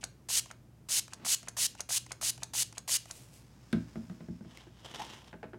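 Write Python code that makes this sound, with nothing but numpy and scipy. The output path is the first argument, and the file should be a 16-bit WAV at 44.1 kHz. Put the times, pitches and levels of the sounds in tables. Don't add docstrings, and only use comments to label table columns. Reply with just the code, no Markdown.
import sys
import numpy as np
from scipy import signal
from scipy.fft import rfft, irfft
from scipy.io import wavfile
from scipy.ndimage import uniform_filter1d

SR = 44100
rng = np.random.default_rng(int(sys.argv[2]) if len(sys.argv) > 2 else 0)


def transcribe(signal):
    frames = np.atleast_2d(signal).T
    limited = np.clip(frames, -1, 1)
    pcm = np.round(limited * 32767).astype(np.int16)
    wavfile.write(sys.argv[1], SR, pcm)


N = 246474
TIME = np.arange(N) / SR

# f/Hz, level/dB
ROOM_TONE_EQ = [(15, -63), (25, -27), (44, -20), (70, -11.5), (92, -10), (123, -6), (190, -12), (229, -13),
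                (249, -16), (326, -17.5), (405, -23), (1230, -33.5), (4140, -43.5), (5140, -41.5),
                (16000, -49)]
# f/Hz, level/dB
HUM_PARTIALS = [(59, -67), (120, -64)]
# f/Hz, level/dB, t60/s
REVERB_BANDS = [(170, -18.5, 0.23), (400, -13, 0.31), (800, -13, 0.22), (2010, -15, 0.32),
                (5040, -16.5, 0.28), (8900, -18.5, 0.19), (14000, -23, 0.28)]

# peak t/s, level/dB, 20 dB rise/s, 20 dB fall/s
SKIN_SLIDES = [(3.17, -55.5, 0.21, 0.2), (3.34, -58.5, 0.016, 0.097)]
# peak t/s, level/dB, 20 dB rise/s, 20 dB fall/s
GRIP_SHIFTS = [(1.235, -52.5, 0.13, 0.058), (1.44, -61.5, .12, 0.14)]
# peak t/s, level/dB, 20 dB rise/s, 20 dB fall/s
ASIDE_HISS = [(3.8, -64, 0.96, 1.93)]
# f/Hz, level/dB
SLIDE_EQ = [(600, -3), (1500, -15), (2400, -4), (3300, -7), (5200, -4.5), (8000, -2), (11000, -6),
            (15000, -15)]
GRIP_EQ = [(100, -19), (210, 1.5), (400, -9), (800, -13), (1400, -16.5), (2300, -19.5), (3500, -23),
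           (12000, -43)]
ASIDE_EQ = [(1500, -2), (4300, -8.5), (5200, -2), (5900, -7.5), (7000, -7.5), (10000, -18),
            (13500, -33), (16000, -18)]
# t/s, level/dB
CRACKS = [(3.728, -32.5), (4.5733, -36.5)]
# f/Hz, level/dB
CRACK_EQ = [(300, -3), (1600, -30), (2100, 2.5), (3000, -13), (3900, -3.5), (5500, -13), (9000, -15.5),
            (15000, -29)]

# t/s, level/dB
FUR_STROKE = [(4.45, -71), (4.52, -60), (4.61, -57.5), (4.71, -71.5), (4.79, -64), (4.86, -55), (5.0, -47),
              (5.1, -48), (5.22, -58), (5.32, -65)]
# f/Hz, level/dB
FUR_EQ = [(300, -5), (480, -8.5), (900, -6.5), (1400, -11.5), (2000, -10), (2400, -15), (3100, -7),
          (4100, -17), (5500, -14.5), (9000, -25), (15000, -38)]
# t/s, level/dB, length/s, relative hollow ring/dB
HIDE_CRINKLES = [(4.845, -48, 0.018, -35), (4.913, -53, 0.005, -22), (4.939, -40.5, 0.022, -22),
                 (4.994, -50.5, .029, 5.5), (5.066, -46, 0.0068, -11), (5.273, -52.5, .0088, -9)]

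# f/Hz, level/dB, t60/s
WOOD_MODES = [(75, -9, 0.29), (116, -9.5, 0.36), (160, -23, 0.19), (170.7, 3, 0.2), (221.5, 0.5, 0.2),
              (249, -2.5, 0.25), (287.6, -10.5, 0.26), (330, -6, 0.16), (392.6, -9.5, 0.12),
              (438, -11, 0.13), (638, -15.5, 0.18), (707, -12, 0.04), (818, -16, 0.055), (1020, -23, 0.063),
              (1340, -30, 0.24), (1500, -4, 0.036), (1630, -4.5, 0.026), (2180, -24, 0.033)]
# t/s, level/dB, contact/ms, ring f/Hz, ring level/dB,
# ring swell/s
FLOOR_THUMPS = [(3.73, -25, 0.25, 223, -25, 0.0056), (3.7463, -27.5, 1.8, 178, -38, .0074),
                (3.771, -39, 1.5, 242, -32, 0.0028), (3.957, -33, 0.61, 223, -43.5, 0.034),
                (4.098, -42, 0.29, 183, -36.5, .013), (4.206, -40.5, 0.41, 167, -50, 0.0065),
                (4.285, -30.5, 1.56, 174.8, -42, 0.038), (4.409, -43, 0.7, 195, -39.5, 0.007),
                (4.448, -42, 0.85, 330, -58, 0.0067)]
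# t/s, level/dB, contact/ms, ring f/Hz, ring level/dB
WOODY_TAPS = [(4.669, -46, 0.54, 340, -49), (4.996, -41, 0.31, 830, -36), (5.329, -28.5, 0.72, 400, -54),
              (5.43, -28.5, 0.54, 474, -45), (5.533, -32.5, 0.71, 366, -39)]
# f/Hz, level/dB
CLATTER_EQ = [(80, -17.5), (400, -2.5), (700, 4), (1100, -1), (1650, 1.5), (2300, 2.5), (3500, 0),
              (12000, -11)]

# start t/s, stop t/s, full jet level/dB, gulp level/dB
PUMP_PUSHES = [(.286, .399, -29, -44), (.886, 0.998, -29, -48), (1.247, 1.35, -28, -41),
               (1.566, 1.667, -28.5, -39.5), (1.889, 1.982, -30, -41), (2.211, 2.306, -30.5, -41),
               (2.534, 2.632, -29.5, -40), (2.876, 2.971, -29, -40)]
# snap t/s, snap level/dB, gulp level/dB, seal scrape level/dB
PUMP_RELEASES = [(0.0403, -14.5, -39, -56), (0.5134, -32, -43, -62), (1.135, -21, -46, -59),
                 (1.4852, -17.5, -42, -59), (1.8057, -14, -42.5, -56), (2.1193, -17.5, -39, -59),
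                 (2.4333, -15, -41.5, -59), (2.7812, -19, -43.5, -59), (3.1111, -20, -47.5, -61)]
# offset t/s, relative level/dB, starting f/Hz
SLUGS_ON_PUSH = [(.0016, -2.5, 1497), (.0158, -3, 1314)]
# offset t/s, relative level/dB, starting f/Hz
SLUGS_ON_RELEASE = [(-.011, -7.5, 1440), (-.0032, -0.5, 1908)]
# f/Hz, level/dB
HEAD_EQ = [(300, -12), (900, -12), (2800, -13), (4200, -3.5), (6400, -2.5), (9300, -3), (11500, -15),
           (16000, -31.5)]
# f/Hz, level/dB
MIST_EQ = [(150, -31), (300, -25.5), (620, -24), (1150, -20), (1550, -16.5), (2440, -11), (3500, -7),
           (4300, -4.5), (6500, -2.5), (9550, -3), (12000, -10), (14000, -16.5), (16000, -21)]

UNSTICK_LEAD_S, UNSTICK_TICK_DB, UNSTICK_GULP_DB, UNSTICK_HZ = .055, -34.5, -53, 1254


def undb(db):
    return 10 ** (np.asarray(db) / 20)


def unit(x):
    return x / np.sqrt(np.mean(x ** 2))


def add(track, s, sound):
    i = int(s * SR)
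    if 0 <= i < N:
        track[i:i + len(sound)] += sound[:N - i]


def eq(x, points):
    size = 4096
    hz, db = np.transpose(points)
    log_hz = np.log(np.arange(size // 2 + 1) * SR / size + 1)
    log_gain = np.log(undb(np.interp(log_hz, np.log(hz), db)))
    cepstrum = irfft(log_gain)
    cepstrum[1:size // 2] *= 2
    cepstrum[size // 2 + 1:] = 0
    response = irfft(np.exp(rfft(cepstrum)))
    return signal.fftconvolve(x, response / np.linalg.norm(response))[:len(x)]


def band(x, lo_hz, hi_hz):
    return signal.sosfilt(signal.butter(3, [lo_hz, hi_hz], "band", fs=SR, output="sos"), x)


def resonate(x, hz, width_hz):
    return signal.lfilter(*signal.iirpeak(hz, hz / width_hz, fs=SR), x)


def drift(rate_hz):
    hold = max(int(SR / rate_hz), 1)
    steps = rng.standard_normal(N)[np.arange(N) // hold]
    return unit(uniform_filter1d(steps, hold))


def grains(per_s, spread_db):
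    hits = (rng.random(N) < per_s / SR) * rng.standard_normal(N)
    sizes = undb(spread_db * np.minimum(rng.exponential(size=N), 4))
    return unit(hits * sizes)


def fade(curve):
    s, db = np.transpose(curve)
    return undb(np.interp(TIME, s, db, left=-120, right=-120))


def swells(rows):
    return sum(undb(db - 20 * np.maximum((s - TIME) / rise, (TIME - s) / fall))
               for s, db, rise, fall in rows)


def room_tone(air_db=-59.5):
    air = unit(eq(rng.standard_normal(N), ROOM_TONE_EQ))
    air = signal.sosfilt(signal.butter(4, 48, "high", fs=SR, output="sos"), air)
    hum = 0
    for hz, db in HUM_PARTIALS:
        amplitude = np.sqrt(2) * undb(db + 2 * drift(2.9))
        hum += amplitude * np.sin(2 * np.pi * hz * TIME + 0.74 * drift(9.5))
    return air * undb(air_db + 1.3 * drift(4.77)) + hum


def reverb(send, predelay_s=.005):
    t = TIME[:SR // 2]
    hz, db, t60 = np.transpose(REVERB_BANDS)
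    spectrum = rfft(rng.standard_normal(len(t)))
    log_hz = np.log(np.arange(len(spectrum)) * SR / len(t) + 1)
    tail = 0
    for share, band_db, decay_s in zip(np.eye(len(hz)), db, t60):
        envelope = np.exp(-np.log(1000) * t / decay_s) * (t > predelay_s)
        wash = irfft(spectrum * np.interp(log_hz, np.log(hz), share), len(t))
        tail += undb(band_db) * wash * envelope / np.linalg.norm(envelope)
    return signal.fftconvolve(send, tail)[:N]


def bottle_handling():
    skin = grains(per_s=5000, spread_db=-3.5)
    slide = undb(0.5) * swells(SKIN_SLIDES) * eq(skin, SLIDE_EQ)
    grip = swells(GRIP_SHIFTS) * eq(skin, GRIP_EQ)
    hiss = swells(ASIDE_HISS) * eq(skin, ASIDE_EQ)
    return slide + grip + hiss


def cracks(decay_s=0.00057):
    force, t = np.zeros(N), TIME[:SR // 100]
    for s, db in CRACKS:
        add(force, s, undb(db) * rng.standard_normal(len(t)) * np.exp(-t / decay_s))
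    return undb(3.5) * eq(force, CRACK_EQ)


def fur_rustle(release_s=0.0027):
    catch, ring_gain = np.zeros(N), np.zeros(N)
    for s, db, length_s, ring_db in HIDE_CRINKLES:
        burst = undb(db) * (TIME > s) * np.exp(-np.maximum(TIME - s - length_s, 0) / release_s)
        catch += burst
        ring_gain += burst * undb(ring_db)
    drag = undb(-1.5) * fade(FUR_STROKE) + undb(-5.5) * catch
    hairs = grains(per_s=3500, spread_db=2) * undb(1.6 * drift(97))
    rustle = band(eq(hairs * drag, FUR_EQ), 180, 16000)
    grit = unit(band(grains(per_s=2800, spread_db=-9), 2700, 3900))
    scrape = drag * grit * undb(-11 + 2 * drift(45))
    hollow = ring_gain * unit(band(grains(per_s=1700, spread_db=-0.5), 705, 950))
    return rustle + scrape + hollow


def wood_cues(thump_deep_db=1.3, tap_deep_db=-17.5, bounce_s=.0105, bounce_db=-5, tap_swell_s=0.0042):
    for s, db, contact_ms, ring_hz, ring_db, swell_s in FLOOR_THUMPS:
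        yield s, db, contact_ms, thump_deep_db, ring_hz, ring_db, swell_s
    for s, db, contact_ms, ring_hz, ring_db in WOODY_TAPS:
        for delay, drop in ((0, 0), (bounce_s, bounce_db)):
            yield s + delay, db + drop, contact_ms, tap_deep_db, ring_hz, ring_db + drop, tap_swell_s


def wood_hits(shelf_hz=330, clatter_db=-7, clatter_s=0.014, crack=2.84, crack_s=0.0021, detune=0.0041):
    out, t = np.zeros(N), TIME[:SR // 2]
    hz, mode_db, t60 = np.transpose(WOOD_MODES)[:, :, None]
    arrival = 1 - np.exp(-t * hz / 0.69)
    decay = np.exp(-np.log(1000) * t / t60)
    choke = np.exp(-(t / 0.13) ** 4)
    for s, db, contact_ms, deep_db, ring_hz, ring_db, swell_s in wood_cues():
        pitch = hz * (1 + detune * rng.standard_normal(hz.shape))
        polarity = np.where(hz > shelf_hz, rng.choice([-1, 1], hz.shape), 1)
        gain = polarity * undb(mode_db + deep_db / (1 + (hz / shelf_hz) ** 4))
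        modes = np.sum(gain * arrival * decay * np.sin(2 * np.pi * pitch * t), axis=0)
        chatter = rng.standard_normal(len(t)) * (np.exp(-t / clatter_s) + crack * np.exp(-t / crack_s))
        wood = modes + undb(clatter_db) * eq(chatter, CLATTER_EQ)
        contact = t * np.exp(-t / (contact_ms / 1000 / 4))
        hit = undb(db - 4) * signal.fftconvolve(wood, contact / contact.sum())[:len(t)]
        swell = t / swell_s * np.exp(1 - t / swell_s) * choke
        ring = undb(ring_db) * swell * np.sin(2 * np.pi * ring_hz * t)
        add(out, s, hit + ring)
    return band(out, 65, 14000)


def seal_scrape(lead_s=0.031, settle_s=.004):
    gate = sum(undb(db) * ((TIME > snap_at - lead_s) & (TIME < snap_at + settle_s))
               for snap_at, _, _, db in PUMP_RELEASES)
    scrape = grains(per_s=3900, spread_db=3.5) * gate
    squeak = undb(11) * resonate(scrape, 2840, 500)
    return band(scrape, 2000, 9200) + squeak


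def slugs():
    pushed = [(start + offset, db + trim_db, hz)
              for start, _, _, db in PUMP_PUSHES for offset, trim_db, hz in SLUGS_ON_PUSH]
    drawn = [(snap_at + offset, db + trim_db, hz)
             for snap_at, _, db, _ in PUMP_RELEASES for offset, trim_db, hz in SLUGS_ON_RELEASE]
    unstuck = [(snap_at - UNSTICK_LEAD_S, UNSTICK_GULP_DB, UNSTICK_HZ) for snap_at, *_ in PUMP_RELEASES]
    return pushed + drawn + unstuck


def gulps(attack_s=0.0012, tail_s=0.021, glide_s=0.00393, end_ratio=0.24, scatter=0.09):
    blips, t = np.zeros(N), TIME[:SR // 25]
    glide = end_ratio + (1 - end_ratio) * np.exp(-t / glide_s)
    envelope = t / attack_s * np.exp(1 - t / attack_s) + undb(-17) * np.exp(-t / tail_s)
    for s, db, hz in slugs():
        pitch = hz * (1 + scatter * rng.standard_normal()) * glide
        tone = np.sin(2 * np.pi * np.cumsum(pitch) / SR)
        froth = unit(band(rng.standard_normal(len(t)), 473, 2570))
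        add(blips, s, undb(db) * envelope * (tone + froth))
    bottle = undb(-1) * resonate(blips, 690, 136)
    return band(blips + bottle, 410, 4300)


def pump_snaps(rattle_s=0.0088, rattle_db=-15, rebound_s=0.0024, rebound_db=-10, buzz_s=0.0021):
    force, t = np.zeros(N), TIME[:SR // 50]
    for snap_at, snap_db, _, _ in PUMP_RELEASES:
        unstick = (snap_at - UNSTICK_LEAD_S, UNSTICK_TICK_DB)
        rattle = (snap_at + rattle_s, snap_db + rattle_db)
        for s, db in (unstick, (snap_at, snap_db), rattle):
            for delay, drop_db, edge in ((0, 0, 1), (rebound_s, rebound_db, .4)):
                buzz = undb(-15) * rng.standard_normal(len(t)) * np.exp(-t / buzz_s)
                buzz[0] += edge
                add(force, s + delay, buzz * undb(db + drop_db))
    click = eq(force, HEAD_EQ)
    return undb(0.5) * click + undb(1) * resonate(click, 6480, 350)


def mist(opening_db=-12.5, build_share=0.7, bend=2.01, open_s=0.0019, shut_s=0.0062):
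    flow = np.zeros(N)
    for start, stop, db, _ in PUMP_PUSHES:
        travel = (TIME - start) / (stop - start)
        build_left = np.clip(1 - travel / build_share, 0, 1)
        valve = np.clip((TIME - start) / open_s, 0, 1) * np.clip((stop - TIME) / shut_s + .5, 0, 1)
        flow += valve * undb(db + opening_db * build_left ** bend)
    jet = unit(rng.standard_normal(N) + undb(-5) * grains(per_s=5000, spread_db=3))
    cone_flutter = undb(0.37 * drift(220) + 0.63 * drift(60))
    hiss = eq(jet * cone_flutter * flow, MIST_EQ)
    return hiss + undb(-7) * resonate(hiss, 2940, 300) + undb(-9.5) * resonate(hiss, 6500, 500)


def scene():
    near = mist() + pump_snaps() + gulps() + seal_scrape()
    further = wood_hits() + fur_rustle() + cracks() + bottle_handling()
    send = undb(2) * near + undb(7) * further
    mono = near + further + reverb(send) + room_tone()
    return np.array([mono, mono])


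def record(dry, top_hz=15900):
    return signal.sosfilt(signal.ellip(10, .2, 70, top_hz, fs=SR, output="sos"), dry)


dry = scene()
out = record(dry)
transcribe(out)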